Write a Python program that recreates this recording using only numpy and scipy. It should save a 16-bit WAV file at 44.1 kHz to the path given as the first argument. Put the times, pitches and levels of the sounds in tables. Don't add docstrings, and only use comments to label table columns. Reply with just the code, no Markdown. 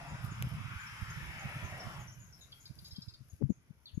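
import sys
import numpy as np
from scipy import signal
from scipy.fft import rfft, irfft, next_fast_len
from scipy.io import wavfile
from scipy.ndimage import uniform_filter1d, map_coordinates

SR = 44100
rng = np.random.default_rng(int(sys.argv[2]) if len(sys.argv) > 2 else 0)


def pcm_store(signal):
    levels = np.round(np.clip(np.atleast_2d(signal), -1, 1) * 32767)
    wavfile.write(sys.argv[1], SR, levels.astype(np.int16).T)


N = 176400
ROAD_LAG_MS = 0.16


def amp(db):
    return 10 ** (np.asarray(db) / 20)


def unit(x):
    return x / np.sqrt(np.mean(x ** 2) + 1e-20)


def along(points, hz):
    f, v = np.transpose(points)
    return np.interp(np.log(hz + 1), np.log(f + 1), v)


def curve(rows):
    return np.interp(np.arange(N) / SR, *np.transpose(rows))


def wobble(rate, size=N):
    return map_coordinates(rng.standard_normal(size // 8), [np.arange(size) * rate / SR], mode="mirror")


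def pan(db):
    gains = amp(np.array([np.atleast_1d(db), -np.atleast_1d(db)]) / 2)
    return gains / np.sqrt(np.mean(gains ** 2, axis=0))


def add(track, s, sound):
    part = track[:, max(0, round(s * SR)):][:, :sound.shape[-1]]
    part += sound[..., :part.shape[-1]]


def filtered(x, response):
    size = x.shape[-1]
    padded = next_fast_len(size + SR // 8)
    return irfft(rfft(x, padded) * response(np.fft.rfftfreq(padded, 1 / SR)), padded)[..., :size]


def rush(tone, balance, alike, lag_ms, patchy_db):
    spectra = signal.stft(rng.standard_normal((2, N)), nperseg=1024)[2]
    patches = uniform_filter1d(rng.standard_normal(spectra.shape[1:]), size=4, axis=0)
    patches = uniform_filter1d(patches, size=14, axis=1)
    pair = signal.istft(spectra * amp(patchy_db * unit(patches)), nperseg=1024)[1][:, :N]

    def colour_and_width(hz):
        angle = np.arccos(np.clip(along(alike, hz), -1, 1)) / 2
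        return amp(along(tone, hz)) * [np.cos(angle), np.sin(angle)]

    mid, side = filtered(pair, colour_and_width)
    stereo = np.array([mid + side, mid - side])
    delay_s = np.array([[lag_ms], [0]]) / 1000
    return unit(filtered(stereo, lambda hz: pan(along(balance, hz)) * np.exp(-2j * np.pi * hz * delay_s)))


def background():
    tone = [(25, -10), (70, 4.5), (140, -15), (250, -11.5), (400, -17), (750, -26), (1350, -36),
            (2300, -31), (3800, -35), (6200, -27), (8000, -45), (9400, -61), (10400, -18.5), (11200, -83),
            (15000, -65)]
    balance = [(100, 18.5), (1500, -17.5), (6000, -8), (9000, -5), (10400, 18), (14000, -13)]  # f/Hz, left minus right/dB
    alike = [(150, 0.99), (1500, 0.28), (5000, 0.11)]
    return amp(-68.5) * rush(tone, balance, alike, lag_ms=0.1, patchy_db=1.5)


def rustle():
    loudness = [(0, -74), (.2, -82), (.25, -53.5), (.3, -75), (.5, -64.5), (.6, -71.5), (1.5, -64),
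                (2.28, -70), (2.33, -74), (2.41, -67), (2.46, -72), (2.52, -72), (2.58, -66), (2.66, -68),
                (2.72, -73), (2.77, -68.5), (2.88, -66.5), (2.92, -68.5), (3.2, -80.5), (3.35, -69),
                (3.43, -86.5), (4, -76.5)]
    tone = [(6000, -9.5), (9300, -17.5), (10400, 1.5), (11100, 0), (11700, -2.5), (12300, -2.5),
            (13200, -6), (15000, -31)]
    crackle_starts = [(2.755, -56), (2.845, -53), (2.884, -52), (3.062, -63.5), (3.285, -62), (3.334, -64)]  # t/s, level/dB
    t = np.arange(N) / SR
    fade_s = 0.01
    grains = amp(curve(loudness)) * unit(amp(2.7 * wobble(260)))
    crackles = sum((t >= s) * amp(db - 60 * np.abs(t - s) / fade_s) for s, db in crackle_starts)
    hiss = rush(tone, balance=[(10000, 15.5)], alike=[(10000, 0.0037)], lag_ms=0, patchy_db=3.0)
    return (grains + crackles) * hiss


def tick():
    taps = [(0.4247, -34, 3.1)]  # t/s, gain/dB, left minus right/dB
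    modes = [(2860, 12.6, 0.0017), (6430, 6.4, 0.0012), (12100, 14.8, 0.001)]
    out, t = np.zeros((2, N)), np.arange(SR // 50) / SR
    delay_s = np.array([[0], [0.00029]])
    age = np.maximum(t - delay_s, 0)
    ring = sum(amp(db - 60 * age / fade_s) * np.sin(2 * np.pi * hz * age) for hz, db, fade_s in modes)
    for s, db, pan_db in taps:
        add(out, s, amp(db) * pan(pan_db) * ring)
    return out


def note(start_hz, end_hz, length_s, warble):
    progress = np.linspace(0, 1, int(length_s * SR))
    glide_hz = start_hz + (end_hz - start_hz) * progress
    hz = glide_hz * (1 + warble * wobble(697, size=SR // 4)[:len(progress)])
    envelope = np.abs(np.sin(np.pi * progress ** 0.35))
    return unit(envelope * np.sin(2 * np.pi * np.cumsum(hz) / SR))


def under_roof(x, echo_db, fade_s=0.26):
    t = np.arange(SR // 2) / SR
    tail = rng.standard_normal((2, len(t))) * amp(-60 * t / fade_s)
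    response = amp(echo_db) * tail / np.linalg.norm(tail[0])
    response[0, 5] += 1
    response[1, 0] += 1
    return pan(3.5) * signal.fftconvolve(x[None], response, axes=1)


def birds():
    # t/s, relative level/dB, start f/Hz, length/s
    thin_calls = [(.085, -58.5, 7000, 0.029), (0.31, -58, 6800, 0.036), (0.798, -60, 7100, 0.047),
                  (.865, -53.5, 5670, 0.019), (1.099, -56, 6600, 0.028), (1.392, -55.5, 6690, 0.033),
                  (1.64, -55.5, 6530, 0.031), (1.80, -49.5, 5580, 0.022), (1.991, -61.5, 6850, 0.07),
                  (2.073, -54, 6010, 0.043), (2.12, -61.5, 6770, 0.041), (2.193, -62.5, 6890, 0.12),
                  (2.325, -57, 5580, 0.041), (2.409, -58.5, 6750, 0.0363), (2.6, -59.5, 6820, 0.051),
                  (2.847, -63.5, 6760, 0.058), (3.298, -61.5, 6790, 0.02), (3.495, -65.5, 6810, 0.058),
                  (3.943, -64.5, 7000, 0.031)]
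    # t/s, relative level/dB, start f/Hz, end f/Hz, length/s, warble
    chirps = [(2.41, -68.5, 3930, 3580, 0.05, 0.037), (2.527, -58, 3310, 3240, 0.012, .015),
              (2.948, -69.5, 3280, 3220, 0.045, 0.012), (3.857, -57.5, 4380, 4370, 0.0086, 0.02),
              (3.862, -66.5, 4080, 2480, 0.051, 0.044)]
    chatter = [(2.52, -56.5, 4640, 0.016), (2.655, -54.5, 4975, 0.029), (2.787, -56.5, 4740, 0.017),
               (2.847, -55.5, 5020, 0.05), (2.909, -55, 5140, 0.042), (2.96, -53, 4930, 0.022),
               (3.019, -53, 5270, 0.026), (3.083, -56.5, 5010, .032), (3.138, -57, 4780, 0.025)]
    partials = [(0.669, -5.5), (.77, 5.5), (0.879, 7), (0.999, 13.5), (1.3, -7.5), (1.549, -14)]
    out = np.zeros((2, N))
    for s, db, hz, length_s in thin_calls:
        call = note(hz, 0.9 * hz, length_s, warble=0.03)
        add(out, s, amp(db - 7.5) * under_roof(call, echo_db=3))
    for s, db, start_hz, end_hz, length_s, warble in chirps:
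        chirp = note(start_hz, end_hz, length_s, warble)
        add(out, s, amp(db + 6) * under_roof(chirp, echo_db=-3))
    for s, db, hz, length_s in chatter:
        rasp = sum(amp(level) * note(hz * k, hz * k, length_s, warble=0.028) for k, level in partials)
        add(out, s, amp(db) * under_roof(unit(rasp), echo_db=-6))
    return out


def wind():
    gusts = [(0, -47), (.2, -49), (.45, -39), (.7, -48), (.9, -51), (1.2, -45.5), (1.5, -48.5),
             (1.98, -48.5), (2.3, -58.5), (2.6, -64.5), (2.9, -57), (3.3, -67)]
    rumble_tone = [(20, -49), (40, -4), (65, 3.5), (125, 8.5), (180, -1.5), (260, -20.5), (400, -54),
                   (700, -26), (1500, -89)]
    puff_tone = [(100, -21), (200, -3.5), (310, -6), (450, -8.5), (700, -16), (1500, -74)]
    balance = [(30, -17), (70, -13.5), (150, 0), (400, -6)]  # f/Hz, left minus right/dB
    lumps_db = 5 * np.array([wobble(35.06), wobble(35)])
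    rumble = rush(rumble_tone, balance, alike=[(60, 1.0), (200, 0.97)], lag_ms=0.28, patchy_db=1.0)
    puffs = rush(puff_tone, balance, alike=[(300, 0.22)], lag_ms=0, patchy_db=2.0)
    rumble = unit(amp(lumps_db) * rumble)
    puffs = unit(amp(1.6 * lumps_db) * puffs)
    return amp(curve(gusts)) * (rumble + amp(-21.5) * puffs)


def eddies():
    hits = [(.12, -36.5, 147.5, 0.017, 7), (0.246, -28, 122, 0.0067, -11), (0.284, -35, 113, 0.0063, 0),
            (0.322, -35, 160, 0.0084, -5), (0.417, -34.5, 115, 0.031, -13), (.437, -36, 142, 0.012, -13),
            (0.472, -27, 135, 0.0028, 3), (.54, -43.5, 140, 0.029, -31), (0.612, -29.5, 121, 0.0061, -23),
            (0.653, -32.5, 102, 0.013, -30), (.683, -36, 112, 0.0032, -20), (0.76, -35.5, 96.3, 0.0095, -8),
            (0.593, -45, 218, 0.0082, -23), (0.741, -43.5, 173, 0.0053, -4), (1.027, -26, 107, 0.0066, -16),
            (1.458, -33.5, 135, 0.022, -7), (1.568, -37.5, 160, 0.0099, 2), (1.869, -31.5, 119, 0.014, -26),
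            (2.709, -34.5, 126, 0.0076, -23), (2.83, -44, 142.1, 0.0049, 24), (2.931, -39, 90, 0.0071, -25),
            (2.989, -33, 173, 0.0044, 35), (3.082, -36, 104, 0.0077, -33), (3.216, -42.5, 132, 0.011, 27),
            (3.335, -32, 82, 0.0063, 27), (3.419, -29.5, 305, 0.0075, 35), (3.422, -22.5, 231, 0.0045, 41),
            (3.442, -18.5, 130, 0.0073, 47), (3.459, -31, 134, 0.016, 36), (3.505, -17, 210.5, 0.0057, 50),
            (3.519, -31, 190, 0.0043, 39), (3.708, -39, 144, 0.0065, 18), (3.947, -37, 94, 0.0089, 39),
            (3.98, -21, 139, 0.0032, 36)]
    roughness, top_ratio, steepness = 0.37, 1.61, 5.53
    out, t = np.zeros((2, N)), np.arange(-SR // 10, SR // 10) / SR
    for s, db, hz, half_s, pan_db in hits:
        swing = np.sin(2 * np.pi * (hz * t + rng.random()))
        band = lambda f: f / (f + hz / 2) / np.sqrt(1 + (f / (top_ratio * hz)) ** (2 * steepness))
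        swirl = unit(filtered(rng.standard_normal(len(t)), band))
        envelope = 1 / np.cosh(np.clip(1.58 * t / half_s, -20, 20))
        thump = envelope * (swing + roughness * swirl) / np.sqrt(2)
        add(out, s + t[0], amp(db) * pan(pan_db) * thump)
    return out


def snaps(rise_s=0.0003):
    jumps = [(3.4255, -37, 38), (3.504, -52, 38)]  # t/s, peak level/dB, left minus right/dB
    out = np.zeros((2, N))
    age = np.arange(SR // 50) / SR / rise_s
    pulse = 4 * age ** 2 * (1 - age / 3) * np.exp(-age)
    for s, db, pan_db in jumps:
        add(out, s, amp(db) * pan(pan_db) * pulse)
    return out


def whines(width_hz=50):
    swells = [(0.035, -59, 700, 0.051), (1.448, -50.5, 805, 0.023), (1.12, -63, 1950, 0.049),
              (1.46, -62, 2180, 0.077), (1.967, -61, 840, 0.057), (1.754, -54, 1900, 0.025),
              (1.665, -56.5, 1000, 0.049), (1.84, -61, 740, 0.049)]
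    out, t = np.zeros((2, N)), np.arange(N) / SR
    delay_s = np.array([[ROAD_LAG_MS], [0]]) / 1000
    for s, db, hz, half_s in swells:
        flutter = wobble(width_hz) + 1j * wobble(width_hz)
        whine = unit(np.real(flutter * np.exp(2j * np.pi * hz * (t - delay_s))))
        envelope = np.exp(-0.5 * ((t - s) / half_s) ** 2)
        out += amp(db) * envelope * whine
    return out


def swept(x, boost_db=4.5, width_octaves=0.27):
    centre = [(0, 1440), (.25, 1380), (.55, 1270), (.8, 1530), (1.05, 1590), (1.3, 1800), (1.5, 1900),
              (1.75, 1480), (1.95, 1180), (2.2, 1500)]
    hz, t, spectra = signal.stft(x, SR, nperseg=1024)
    octaves_away = np.log2((hz[:, None] + 1) / np.interp(t, *np.transpose(centre)))
    gain = amp(boost_db * np.exp(-0.5 * (octaves_away / width_octaves) ** 2))
    return unit(signal.istft(spectra * gain, nperseg=1024)[1][:, :N])


def reflected(x, share=0.36, top_hz=1400):
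    delay_ms = [(0, 1.27), (.5, 0.98), (.9, 0.81), (1.2, 0.86), (1.45, 1.5), (1.85, 1.79), (2.2, 1.9)]
    positions = np.arange(N) - curve(delay_ms) * SR / 1000
    echo = np.array([map_coordinates(side, [positions], mode="mirror") for side in x])
    return x + share * filtered(echo, lambda hz: 1 / (1 + (hz / top_hz) ** 4))


def vehicle():
    # t/s, relative level/dB
    roar_level = [(0, -64), (.3, -62.5), (.55, -62.5), (.8, -59.5), (1.1, -60), (1.3, -58.5), (1.5, -57.5),
                  (1.8, -60.5), (2.0, -62.5), (2.15, -75), (2.4, -80.5), (3.0, -84), (3.4, -89), (4, -88.5)]
    low_level = [(0, -59.5), (.15, -61), (.35, -69.5), (.65, -66.5), (.85, -75), (1.05, -68.5),
                 (1.25, -66.5), (1.45, -57), (1.6, -57.5), (1.82, -54), (2.02, -62), (2.18, -79.5),
                 (2.6, -79.5), (3.4, -87.5)]
    hiss_level = [(0, -63.5), (.65, -65.5), (1.0, -61.5), (1.5, -63.5), (1.95, -61.5), (2.15, -80),
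                  (2.45, -75), (2.8, -74.5), (3.2, -78), (4, -100)]
    # f/Hz, relative level/dB
    roar_tone = [(500, -80), (850, -5.5), (1050, -3.5), (1350, 1), (1700, -2), (2300, 1.5), (2900, -4.5),
                 (3500, -8), (4200, -19.5), (6000, -85)]
    low_tone = [(200, -0.5), (300, 5), (440, -3), (620, 4.5), (790, 5.5), (950, 5), (1300, -7), (2500, -66)]
    hiss_tone = [(2500, -23), (4300, -4.5), (5100, 6.5), (6500, -1), (7500, -4.5), (8500, -7.5),
                 (9200, -19), (10200, 1), (11500, -13), (15000, -16)]
    # f/Hz, left minus right/dB
    roar_balance = [(900, 0.87), (1500, 2.4), (2500, 3.6), (4000, 0.4)]
    low_balance = [(300, -3), (600, -1), (900, 4)]
    hiss_balance = [(4500, 1), (6500, 0.5), (8500, -8.5), (10300, 17.5), (12500, -4), (15000, 15)]
    alike = [(400, 1), (1500, 0.42), (3000, 0.34), (6000, 0.15), (12000, 0.07)]  # f/Hz, likeness of the two sides (0 to 1)
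    roar = swept(rush(roar_tone, roar_balance, alike, ROAD_LAG_MS, patchy_db=2.6))
    roar *= amp(curve(roar_level) + 10.5)
    low = amp(curve(low_level) + 3) * rush(low_tone, low_balance, alike, ROAD_LAG_MS, patchy_db=2.5)
    hiss = amp(curve(hiss_level) + 1) * rush(hiss_tone, hiss_balance, alike, ROAD_LAG_MS, patchy_db=1.8)
    return reflected(roar + low) + hiss


def scene():
    return vehicle() + whines() + background() + wind() + eddies() + snaps() + rustle() + birds() + tick()


def record(dry):
    return filtered(dry, lambda hz: hz < 15600)


dry = scene()
out = record(dry)
pcm_store(out)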